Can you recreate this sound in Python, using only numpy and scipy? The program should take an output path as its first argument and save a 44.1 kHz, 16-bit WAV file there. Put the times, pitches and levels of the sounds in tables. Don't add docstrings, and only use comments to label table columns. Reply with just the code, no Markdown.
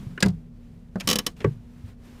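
import sys
import numpy as np
from scipy.fft import rfft, irfft, next_fast_len
from scipy.io import wavfile
from scipy.ndimage import map_coordinates

SR = 44100
rng = np.random.default_rng(int(sys.argv[2]) if len(sys.argv) > 2 else 0)


def store_wav(level_fs):
    pcm = np.round(np.clip(np.atleast_2d(level_fs), -1, 1) * 32767)
    wavfile.write(sys.argv[1], SR, pcm.T.astype(np.int16))


N = 97020

# freq_hz, t60_s
CABIN_DECAY = [(100, 0.072), (400, .105), (1200, 0.081), (3500, 0.028), (12000, 0.024)]
# pitch_hz, level_db
HUM_TONES = [(34.5, -54.5), (167, -56), (239, -52.5)]
# time_s, level_db
RUSTLE_SWELLS = [(0, -49), (.14, -55), (.35, -60.5), (.5, -67), (.65, -61), (.92, -65), (1.04, -48.5),
                 (1.07, -47), (1.22, -51), (1.3, -58), (1.355, -66), (1.375, -50.5), (1.52, -54.5),
                 (1.6, -62), (1.8, -57.5), (1.84, -57), (1.895, -51), (1.96, -67), (2.015, -59),
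                 (2.055, -51.5), (2.12, -52.5), (2.2, -52)]

# freq_hz, gain_db
RUMBLE_EQ = [(20, -9), (34, 5.5), (50, 4), (80, 1.5), (120, 5), (170, 0.5), (240, -3), (300, -16),
             (450, -14.5), (800, -27.5), (2000, -45.5), (5000, -52.5), (15000, -60.5)]
RUSTLE_EQ = [(200, 15.5), (600, 2.5), (1000, 1.5), (2200, -2), (4000, -7), (8000, -12.5), (12000, -16.5),
             (15000, -18)]
PIVOT_EQ = [(100, -9.5), (350, 0.5), (800, -18), (1100, -7), (1350, -2.5), (1620, 5.5), (2000, -8),
            (2550, -4.5), (3200, -19.5), (5000, -33), (15000, -45.5)]
RATTLE_EQ = [(500, -3.5), (1600, -12), (2100, -13), (3600, -8), (4900, -2), (5800, -10.5), (7000, -10.5),
             (9500, -15), (15000, -25.5)]
LATCH_EQ = [(50, -17.5), (170, -2.5), (480, -2), (750, -3.5), (1150, -6), (1600, 3.5), (2000, -3.5),
            (3500, -2), (4900, -1), (5700, -8), (7200, -4), (9500, -15.5), (15000, -28)]
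TRIM_EQ = [(100, -6), (350, 0.5), (550, -7.5), (800, -9.5), (1300, -17), (3000, -26), (15000, -44.5)]
SOLE_EQ = [(60, -1.5), (200, 12.5), (330, -3), (600, -2.5), (900, -12), (1700, -12), (2400, -37),
           (5000, -33), (15000, -56)]
LINKAGE_EQ = [(100, -10), (400, 0.5), (900, -6.5), (1300, -5.5), (1650, -3), (2100, -1), (2550, 3),
              (4200, -8), (5300, -4), (8000, -14), (15000, -24)]
PAWL_EQ = [(150, -3), (300, 1), (480, -4), (750, -7), (1150, -0.5), (1500, -8), (2400, -3), (3050, 0),
           (4500, -1.5), (5500, 1.5), (7300, -6.5), (9400, -7.5), (11000, -9.5), (15000, -12)]
SHOE_EQ = [(80, 8), (250, 4.5), (420, 12.5), (680, -13), (950, -3.5), (1130, -17), (1450, -9), (1900, -4),
           (2600, -12), (3800, -28), (7000, -32.5), (15000, -55)]

# pitch_hz, level_db, t60_s
FLOOR_MODES = [(72, -23.5, .15), (122, 4, .17), (144.4, 3, 0.21), (196.4, -11.5, 0.26)]
LATCH_MODES = [(190, -3.5, .12), (502, -7, .09), (1435, -8.5, 0.075), (1635, 2.5, .056), (2034, -7, 0.071),
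               (2545, -4.5, .045), (2740, -7.5, 0.052), (4260, -10.5, .04), (4910, -6, .045),
               (4970, -7.5, 0.034)]
BRACKET_MODES = [(47.4, -26.5, 0.51), (91.8, -11, .24), (127, -2, 0.15), (160.2, -7, 0.4),
                 (181.9, 2.5, 0.17), (348.2, -10, 0.097), (404, -10, 0.071)]
SOLE_MODES = [(89, -8.5, 0.088), (189, 1, 0.24), (215, 0.5, 0.14)]
PAWL_MODES = [(1125, -6, .07), (1720, -13, .07), (1921, -9, .05), (2700, -7, .04), (3005, 1, .05),
              (3060, -1, .045), (3430, -4, .045), (3820, -4, .045), (3965, -1.5, .042), (4672, -4, .036),
              (4930, -4, .036), (5330, -4, .04), (5517, 1, .042), (6476, -4, .04), (7500, -9, .03),
              (8624, -10, .028), (9485, -5, .032), (11030, -10, .03), (12085, -10, .03), (12715, -7, .03),
              (13824, -11, .03)]
SECTOR_MODES = [(209.8, 1.5, 0.091), (270, -7, 0.077), (426, -12, 0.11), (491, -2.5, 0.06)]
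FOOTREST_MODES = [(208.3, -7.5, 0.04), (276, -17, 0.065), (411, 5.5, 0.035), (495, -6, .05),
                  (1134, -10, 0.043)]

# start_s, level_db, pitch_ratio
FLOOR_THUDS = [(0.002, -34.5, 1.3), (0.0314, -34, 1.3), (0.067, -34, 0.88), (0.1033, -36, 1.2),
               (1.047, -39.5, 0.79), (1.4547, -21, 1.004), (1.4734, -22.5, 1.0), (1.552, -39.5, 0.9),
               (1.839, -36, 0.68), (2, -47, 0.62)]
# start_s, level_db
PIVOT_CREAKS = [(0.1764, -32.5)]
PAWL_RATTLES = [(0.2040, -34), (0.2594, -38), (0.2832, -43), (0.3014, -57.5)]
LATCH_SNAPS = [(0.2249, -18)]
# start_s, level_db, dullness_db_per_octave
PEDAL_JOLTS = [(0.2297, -19, -2.3), (0.2498, -17, 1.5), (0.2596, -13.5, 0.5), (0.2926, -29, 7),
               (0.3341, -41, 12)]
# start_s, level_db
SOLE_TAPS = [(0.9565, -27.5)]
# start_s, level_db, brightness_db_per_octave
LINKAGE_CLACKS = [(0.999, -39, 2.5), (1.006, -32.5, 0.3), (1.3650, -59.5, 1.2), (1.4040, -37, -4.5),
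                  (1.4152, -39, -5.5)]
# start_s, click_db, sector_ring_db
RATCHET_TEETH = [(1.0736, -21.5, -22), (1.0872, -22, -24.5), (1.0985, -22.5, -19), (1.1105, -22, -20),
                 (1.1284, -24, -23), (1.1558, -24.5, -19), (1.1862, -24, -24.5), (1.2642, -23.5, -30)]
# start_s, level_db
SHOE_LANDINGS = [(1.4433, -20)]


def amp(db):
    return 10 ** (np.asarray(db) / 20)


def unit_rms(x):
    return x / np.sqrt(np.mean(x ** 2, axis=-1, keepdims=True) + 1e-20)


def decay(t, t60_s):
    return np.exp(-np.log(1000) * t / t60_s)


def curve_at(points, hz):
    freqs, values = np.transpose(points)
    return np.interp(np.log(hz + 1), np.log(freqs + 1), values)


def filtered(x, gain):
    size = next_fast_len(N + SR // 2)
    return irfft(rfft(x, size) * gain(np.fft.rfftfreq(size, 1 / SR)), size)[:N]


def noise(eq):
    return unit_rms(filtered(rng.standard_normal(N), lambda hz: amp(curve_at(eq, hz))))


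def wobble(rate_hz):
    knots = rng.standard_normal(int(N * rate_hz / SR) + 4)
    return map_coordinates(knots, [np.arange(N) * rate_hz / SR])


def add(track, start_s, sound):
    i = max(0, round(start_s * SR))
    track[i:i + len(sound)] += sound[:N - i]


def knock(eq, rise_s, decay_scale=1, tilt_db=0):
    t = np.arange(SR // 3) / SR
    hz = np.geomspace(50, 16000, 36)[:, None]
    bands_away = np.log((np.fft.rfftfreq(len(t), 1 / SR) + 1) / hz) / np.log(hz[1] / hz[0])
    band_shapes = np.sqrt(np.maximum(1 - abs(bands_away), 0))
    bands = irfft(rfft(rng.standard_normal((len(hz), len(t)))) * band_shapes, len(t))
    hold_s = .003
    body = decay(np.maximum(t - hold_s, 0), decay_scale * curve_at(CABIN_DECAY, hz))
    tail = amp(-26) * decay(t, t60_s=.16)
    attack = 1 - np.exp(-t / (rise_s + .5 / hz))
    gain = amp(curve_at(eq, hz) + tilt_db * np.log2(hz)) * np.sqrt(hz)
    blow = (unit_rms(bands * (body + tail) * attack) * gain).sum(0)
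    return unit_rms(blow) * np.sqrt(SR / 100 / len(t))


def ring(modes, rise_s, dull_db=0):
    t = np.arange(SR // 3) / SR
    hz, db, t60_s = np.transpose(modes)[:, :, None]
    octaves = np.log2(hz) - np.log2(hz).mean()
    level = amp(db + rng.standard_normal(hz.shape) - dull_db * octaves)
    partials = level * np.sin(2 * np.pi * hz * t) * decay(t, t60_s)
    return partials.sum(0) * (1 - np.exp(-t / rise_s))


def cabin_rumble():
    return amp(-48) * noise(RUMBLE_EQ)


def cabin_hum():
    t = np.arange(N) / SR
    out = np.zeros(N)
    for hz, db in HUM_TONES:
        level = amp(db + .94 * wobble(2)) * np.sqrt(2)
        out += level * np.sin(2 * np.pi * hz * t + .41 * wobble(6.3))
    return out


def rustle():
    swell_db = np.interp(np.arange(N) / SR, *np.transpose(RUSTLE_SWELLS))
    return amp(swell_db + .47 * wobble(62)) * noise(RUSTLE_EQ)


def floor_thuds():
    out = np.zeros(N)
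    for start_s, db, pitch_ratio in FLOOR_THUDS:
        modes = [(hz * pitch_ratio, level_db, t60_s) for hz, level_db, t60_s in FLOOR_MODES]
        add(out, start_s, amp(db) * ring(modes, rise_s=.002))
    return out


def pivot_creak():
    out = np.zeros(N)
    for start_s, db in PIVOT_CREAKS:
        add(out, start_s, amp(db) * knock(PIVOT_EQ, rise_s=.006, decay_scale=.38))
    return out


def pawl_rattle():
    out = np.zeros(N)
    for start_s, db in PAWL_RATTLES:
        add(out, start_s, amp(db) * knock(RATTLE_EQ, rise_s=.0006, decay_scale=.95))
    return out


def latch_snap():
    out = np.zeros(N)
    for start_s, db in LATCH_SNAPS:
        add(out, start_s, amp(db) * knock(LATCH_EQ, rise_s=.0017, decay_scale=.92))
        add(out, start_s, amp(-13.5) * ring(LATCH_MODES, rise_s=.0018))
    return out


def pedal_thump():
    out = np.zeros(N)
    for start_s, db, dull_db in PEDAL_JOLTS:
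        bracket = ring(BRACKET_MODES, rise_s=.002, dull_db=dull_db)
        trim = amp(-15) * knock(TRIM_EQ, rise_s=.001)
        add(out, start_s, amp(db) * (bracket + trim))
    return out


def sole_tap():
    out = np.zeros(N)
    for start_s, db in SOLE_TAPS:
        add(out, start_s, amp(db) * knock(SOLE_EQ, rise_s=.0001, decay_scale=.76))
        add(out, start_s, amp(-23.5) * ring(SOLE_MODES, rise_s=.002))
    return out


def linkage_clacks():
    out = np.zeros(N)
    for start_s, db, tilt_db in LINKAGE_CLACKS:
        add(out, start_s, amp(db) * knock(LINKAGE_EQ, rise_s=.0008, tilt_db=tilt_db))
    return out


def ratchet():
    out = np.zeros(N)
    fresh = .96
    common = np.sqrt(1 - fresh ** 2) * knock(PAWL_EQ, rise_s=.0009)
    for start_s, click_db, sector_db in RATCHET_TEETH:
        click = common + fresh * knock(PAWL_EQ, rise_s=.0009)
        ping = amp(.5) * ring(PAWL_MODES, rise_s=.0026)
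        add(out, start_s, amp(click_db) * (click + ping))
        add(out, start_s, amp(sector_db) * ring(SECTOR_MODES, rise_s=.0018))
    return out


def footrest_landing():
    out = np.zeros(N)
    squash_s = .0025
    for start_s, db in SHOE_LANDINGS:
        add(out, start_s, amp(db) * knock(SHOE_EQ, rise_s=.00047, decay_scale=.99))
        add(out, start_s + squash_s, amp(-8.5) * ring(FOOTREST_MODES, rise_s=.0031))
    return out


def scene():
    release = latch_snap() + pedal_thump() + pawl_rattle()
    pedal_travel = pivot_creak() + linkage_clacks() + ratchet()
    feet = sole_tap() + footrest_landing() + floor_thuds()
    bed = cabin_hum() + rustle() + cabin_rumble()
    return (release + pedal_travel + feet + bed)[None]


def record(dry):
    cutoff_hz = 15300
    return filtered(dry[0], lambda hz: 1 / np.sqrt(1 + (hz / cutoff_hz) ** 120))[None]


dry = scene()
out = record(dry)
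store_wav(out)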